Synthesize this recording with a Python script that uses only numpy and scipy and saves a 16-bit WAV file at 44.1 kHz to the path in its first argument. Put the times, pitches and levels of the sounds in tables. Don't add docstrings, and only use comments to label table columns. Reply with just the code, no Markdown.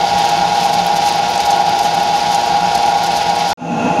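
import sys
import numpy as np
from scipy import signal
from scipy.fft import rfft, irfft
from scipy.io import wavfile

SR = 44100
rng = np.random.default_rng(int(sys.argv[2]) if len(sys.argv) > 2 else 0)


def store_pcm(level_fs):
    pcm = np.round(np.clip(level_fs, -1, 1) * 32767).astype(np.int16)
    wavfile.write(sys.argv[1], SR, np.atleast_2d(pcm).T)


N = 176400
T = np.arange(N) / SR

# (centre [Hz], width [Hz], level on grain [dB], level on batter [dB])
BODY_MODES = [(115.4, 15.4, -44.5, -38), (172.7, 25.3, -32.5, -23.5), (240.3, 32.5, -42, -22),
              (287, 29, -56, -30.5), (491.6, 60, -40, -35), (613.6, 30, -36.5, -28.5),
              (699.4, 39, -31.5, -29), (756, 49, -31, -29.5), (813.3, 38, -24.5, -22),
              (847, 18.6, -34.5, -33), (936, 73, -35.5, -30), (1094, 30.5, -38, -48),
              (1425.4, 69, -37, -34.5), (1597, 22, -44, -46), (2230, 91, -39, -48), (2572, 110, -39, -32),
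              (2734, 45, -41.5, -36.5), (3575, 150, -39, -61), (4730, 64, -41.5, -58),
              (6330, 870, -55, -43), (10020, 110, -62, -58)]
# (time [s], relative level [dB])
BOOM_LEVEL = [(0, -27), (.5, -30.5), (.78, -25), (.9, -31.5), (1.63, -33.5), (1.71, -25), (1.78, -35),
              (1.86, -30), (1.96, -33), (2.58, -30.5), (2.65, -28), (2.75, -31.5)]
# (time [s], gain [dB])
RUMBLE_GAIN = [(3.6, -6), (3.625, 7), (3.66, 1), (3.72, 2), (3.78, 3.5), (3.82, -1.5), (3.88, 5.5),
               (3.94, -12), (3.98, -7), (4.0, 10.5)]
# (frequency [Hz], relative density [dB])
ROLLING_SPECTRUM = [(25, -22), (42, -19), (76, 4.5), (88, -13), (270, -0.5), (400, 0.5), (600, -0.5),
                    (1000, -1), (1200, -10), (2000, -8), (5000, -42)]
# (frequency [Hz], relative density [dB])
BATTER_SPECTRUM = [(30, -22), (90, -6), (290, 6), (380, -1), (600, 2.5), (900, -10), (1200, -5.5),
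                   (2000, -13), (3200, -13), (4200, -19), (5700, -20.5), (6600, -18), (7800, -34),
                   (11300, -37.5), (12500, -46), (15500, -54)]
# (time [s], peak [dB], pitch [Hz])
CRACK_EVENTS = [(0.8649, -18.5, 11800), (1.125, -22, 9000), (1.159, -23, 12000), (1.303, -25, 12500),
                (1.378, -14, 7200), (1.404, -9.5, 6000), (1.405, -24, 10500), (1.453, -31, 13000),
                (1.473, -27, 13000), (1.507, -11.5, 6000), (1.696, -23, 10500), (2.0325, -22, 11500),
                (2.347, -10, 6700), (2.7786, -16, 8700), (2.8255, -25, 10500), (3.0347, -23, 13000),
                (3.118, -22, 9000), (3.2955, -24, 9000), (3.362, -19, 9000), (3.398, -26, 10500)]
# (time [s], length [s], relative level [dB])
CLUMPS = [(.19, .015, -30.5), (0.294, 0.011, -27), (0.648, 0.029, -29), (0.735, .015, -30.5),
          (0.969, 0.016, -28), (1.064, 0.017, -27.5), (1.09, 0.014, -27), (1.41, 0.013, -30),
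          (1.462, 0.014, -28), (1.509, 0.016, -30), (1.842, 0.042, -31.5), (2.325, 0.013, -28.5),
          (2.354, 0.013, -29), (3.04, 0.011, -29), (3.068, 0.015, -30), (3.17, .025, -28),
          (3.5, 0.028, -30)]
# (frequency [Hz], relative density [dB])
CRUNCH_SPECTRUM = [(1500, -23), (4000, 10), (6500, 9), (8000, -2), (10500, 0), (13000, -4.5), (15700, -19)]
# (time [s], gain [dB])
LOAD_GAIN = [(0, -0.7), (.2, 1.4), (.4, 0.8), (.48, 0.1), (.6, .7), (.91, -0.5), (1.08, 0.5), (1.17, 0.5),
             (1.47, 0.5), (1.64, -1.5), (1.85, 0.8), (2.0, -0.5), (2.33, 0.6), (2.5, 0), (3.15, -0.1),
             (3.25, 0.2), (3.5, 0)]
# (frequency [Hz], relative density [dB])
GRIT_SPECTRUM = [(700, -18), (1300, 0.5), (1650, -1), (2000, -4), (2900, 1), (3700, 2), (4800, 1),
                 (5700, -2.5), (6700, -6.5), (7900, -18.5), (10500, -18.5), (13000, -29), (15700, -32)]
# (multiple of ball round [-], shaft sideband [-], level on grain [dB], on batter [dB])
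BEARING_TONES = [(24, 0, -40, -34.5), (32, -1, -42, -32.5), (32, 0, -40, -34.5), (32, 1, -44, -31.5),
                 (40, 1, -37, -35), (48, -1, -28.5, -25), (48, 0, -27, -49), (48, 1, -32, -39),
                 (52, 1, -33, -48), (54, 0, -32, -44), (55, 0, -28.5, -26), (56, -2, -33.5, -44),
                 (56, -1, -21.5, -29), (56, 0, -20, -26), (56, 1, -30, -24), (57, 0, -33, -36),
                 (59, -2, -40.5, -46), (64.07, 0, -28, -42), (72.15, 0, -47.5, -35), (95.8, -1, -44.5, -36),
                 (95.35, 1, -42, -49)]
# (time [s], gain [dB])
WHINE_GAIN = [(0, 0.8), (.55, 0.5), (1.2, 0), (1.42, 0.5), (1.51, 2), (1.74, 0.7), (2.02, -0.5),
              (2.76, 1.2), (3.5, -0.8)]


def from_db(db):
    return 10 ** (np.asarray(db) / 20)


def unit_rms(x):
    return x / np.sqrt(np.mean(np.abs(x) ** 2) + 1e-20)


def envelope(points):
    return from_db(np.interp(T, *np.transpose(points)))


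def drift(corner_hz):
    hop, settle = 40, 2000
    pole = np.exp(-2 * np.pi * corner_hz * hop / SR)
    noise = rng.standard_normal(N // hop + settle + 2)
    slow = signal.lfilter([1], [1, -2 * pole, pole * pole], noise)[settle:]
    return np.interp(np.arange(N) / hop, np.arange(len(slow)), unit_rms(slow))


def coloured(x, spectrum):
    hz, db = np.transpose(spectrum)
    bins_hz = np.maximum(np.fft.rfftfreq(N, 1 / SR), 1)
    gain = from_db(np.interp(np.log(bins_hz), np.log(hz), db))
    return unit_rms(irfft(rfft(x) * gain, N))


def resonate(x, hz, width_hz):
    edges_hz = np.clip([hz - width_hz / 2, hz + width_hz / 2], 10, .45 * SR)
    return signal.sosfilt(signal.butter(2, edges_hz, "band", fs=SR, output="sos"), x)


def clicks(per_s, spread_db):
    sizes = from_db(spread_db * np.minimum(rng.exponential(1, N), 5))
    return sizes * rng.choice([-1, 1], N) * (rng.random(N) < per_s / SR)


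def snap(decay_s=.0011):
    t = T[:SR // 50]
    return rng.standard_normal(len(t)) * np.exp(-t / decay_s)


def hum(motor_time_s, frame_hz=62, mains_hz=100):
    frame = from_db(-51) * np.sin(2 * np.pi * frame_hz * motor_time_s)
    mains = from_db(-48) * np.sin(2 * np.pi * mains_hz * T)
    octave = from_db(-44.5) * np.sin(2 * np.pi * 2 * mains_hz * T)
    return np.sqrt(2) * (frame + mains + octave)


def rolling_stone(level_db=-29.5):
    return from_db(level_db) * coloured(rng.standard_normal(N), ROLLING_SPECTRUM)


def sliding_batter(level_db=-23):
    return from_db(level_db) * coloured(rng.standard_normal(N), BATTER_SPECTRUM)


def cracks(width_hz=3200):
    out = np.zeros(N)
    for time_s, peak_db, hz in CRACK_EVENTS:
        burst = resonate(snap(), hz, width_hz)
        start = int(time_s * SR)
        out[start:start + len(burst)] += from_db(peak_db) * burst / np.abs(burst).max()
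    return out


def crunches(clump_gain_db=3, spatter_db=-42.5, swing_db=6.5, tick_db=-42.5):
    bursts = sum(from_db(db + clump_gain_db) * np.exp(-2 * ((T - time_s) / length_s) ** 2)
                 for time_s, length_s, db in CLUMPS)
    spatter = envelope(LOAD_GAIN) * from_db(spatter_db + swing_db * drift(corner_hz=24.9))
    ticks = signal.fftconvolve(clicks(per_s=140, spread_db=1), snap())[:N]
    crumbs = coloured(clicks(per_s=5000, spread_db=3), CRUNCH_SPECTRUM)
    return np.hypot(bursts, spatter) * crumbs + from_db(tick_db) * coloured(ticks, CRUNCH_SPECTRUM)


def steel_drum(x, t60_s=.15, ring_db=-11):
    t = T[:SR // 5]
    tail = rng.standard_normal(len(t)) * from_db(-60 * t / t60_s)
    ring = signal.fftconvolve(x, tail / np.linalg.norm(tail))[:N]
    wet = from_db(ring_db)
    return (x + wet * ring) / np.hypot(1, wet)


def grit(level_db=-25, flutter_db=1.08):
    load = envelope(LOAD_GAIN) * from_db(flutter_db * drift(corner_hz=30.7))
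    hiss = coloured(clicks(per_s=14000, spread_db=2.5), GRIT_SPECTRUM)
    return from_db(level_db) * load * hiss


def body_ring(boom_below_hz=200, rumble_below_hz=300):
    on_grain, on_batter = 0, 0
    boom, rumble = unit_rms(envelope(BOOM_LEVEL)), envelope(RUMBLE_GAIN)
    for hz, width_hz, grain_db, batter_db in BODY_MODES:
        ring = unit_rms(resonate(rng.standard_normal(N), hz, width_hz))
        on_grain += from_db(grain_db) * ring * (boom if hz < boom_below_hz else 1)
        on_batter += from_db(batter_db) * ring * (rumble if hz < rumble_below_hz else 1)
    return on_grain, on_batter


def bearing_whine(motor_time_s, ball_round_hz=14.75, shaft_hz=24.3, drum_hz=2.25, shake_hz=12):
    sway_depth, shake_depth = .17, .13
    drum_turns = [np.exp(2j * np.pi * drum_hz * k * motor_time_s) for k in (-2, -1, 1, 2)]
    gain = np.sqrt(2) * envelope(WHINE_GAIN)
    start_cycles = rng.random(100)
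    on_grain, on_batter = 0, 0
    for multiple, sideband, grain_db, batter_db in BEARING_TONES:
        sway = unit_rms(sum(turn * np.exp(2j * np.pi * rng.random()) for turn in drum_turns))
        shake = unit_rms(drift(shake_hz) + 1j * drift(shake_hz))
        hz = round(multiple) * ball_round_hz + sideband * shaft_hz
        offset_cycles = start_cycles[round(multiple)] + sideband ** 2 / 6
        carrier = np.exp(2j * np.pi * (hz * motor_time_s + offset_cycles))
        tone = gain * (carrier * (1 + sway_depth * sway + shake_depth * shake)).real
        on_grain += from_db(grain_db) * tone
        on_batter += from_db(batter_db) * tone
    return on_grain, on_batter


def scene(stop_s=3.532, restart_s=3.574, fade_s=.31, fade_start_db=-24.5):
    motor_speed = 1 + .0004 * drift(corner_hz=1.76)
    motor_time_s = np.cumsum(motor_speed) / SR
    motor_hum = hum(motor_time_s)
    grain_whine, batter_whine = bearing_whine(motor_time_s)
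    grain_ring, batter_ring = body_ring()
    grinding = steel_drum(grit()) + rolling_stone() + crunches() + cracks()
    grain = motor_hum + grinding + grain_ring + grain_whine
    batter = motor_hum + sliding_batter() + batter_ring + batter_whine
    fade_in = (T > restart_s) * np.clip(from_db(fade_start_db) + (T - restart_s) / fade_s, 0, 1)
    return (grain * (T < stop_s) + batter * fade_in)[None]


def record(dry, cutoff_hz=15800):
    return signal.sosfilt(signal.ellip(12, .1, 90, cutoff_hz, fs=SR, output="sos"), dry)


dry = scene()
out = record(dry)
store_pcm(out)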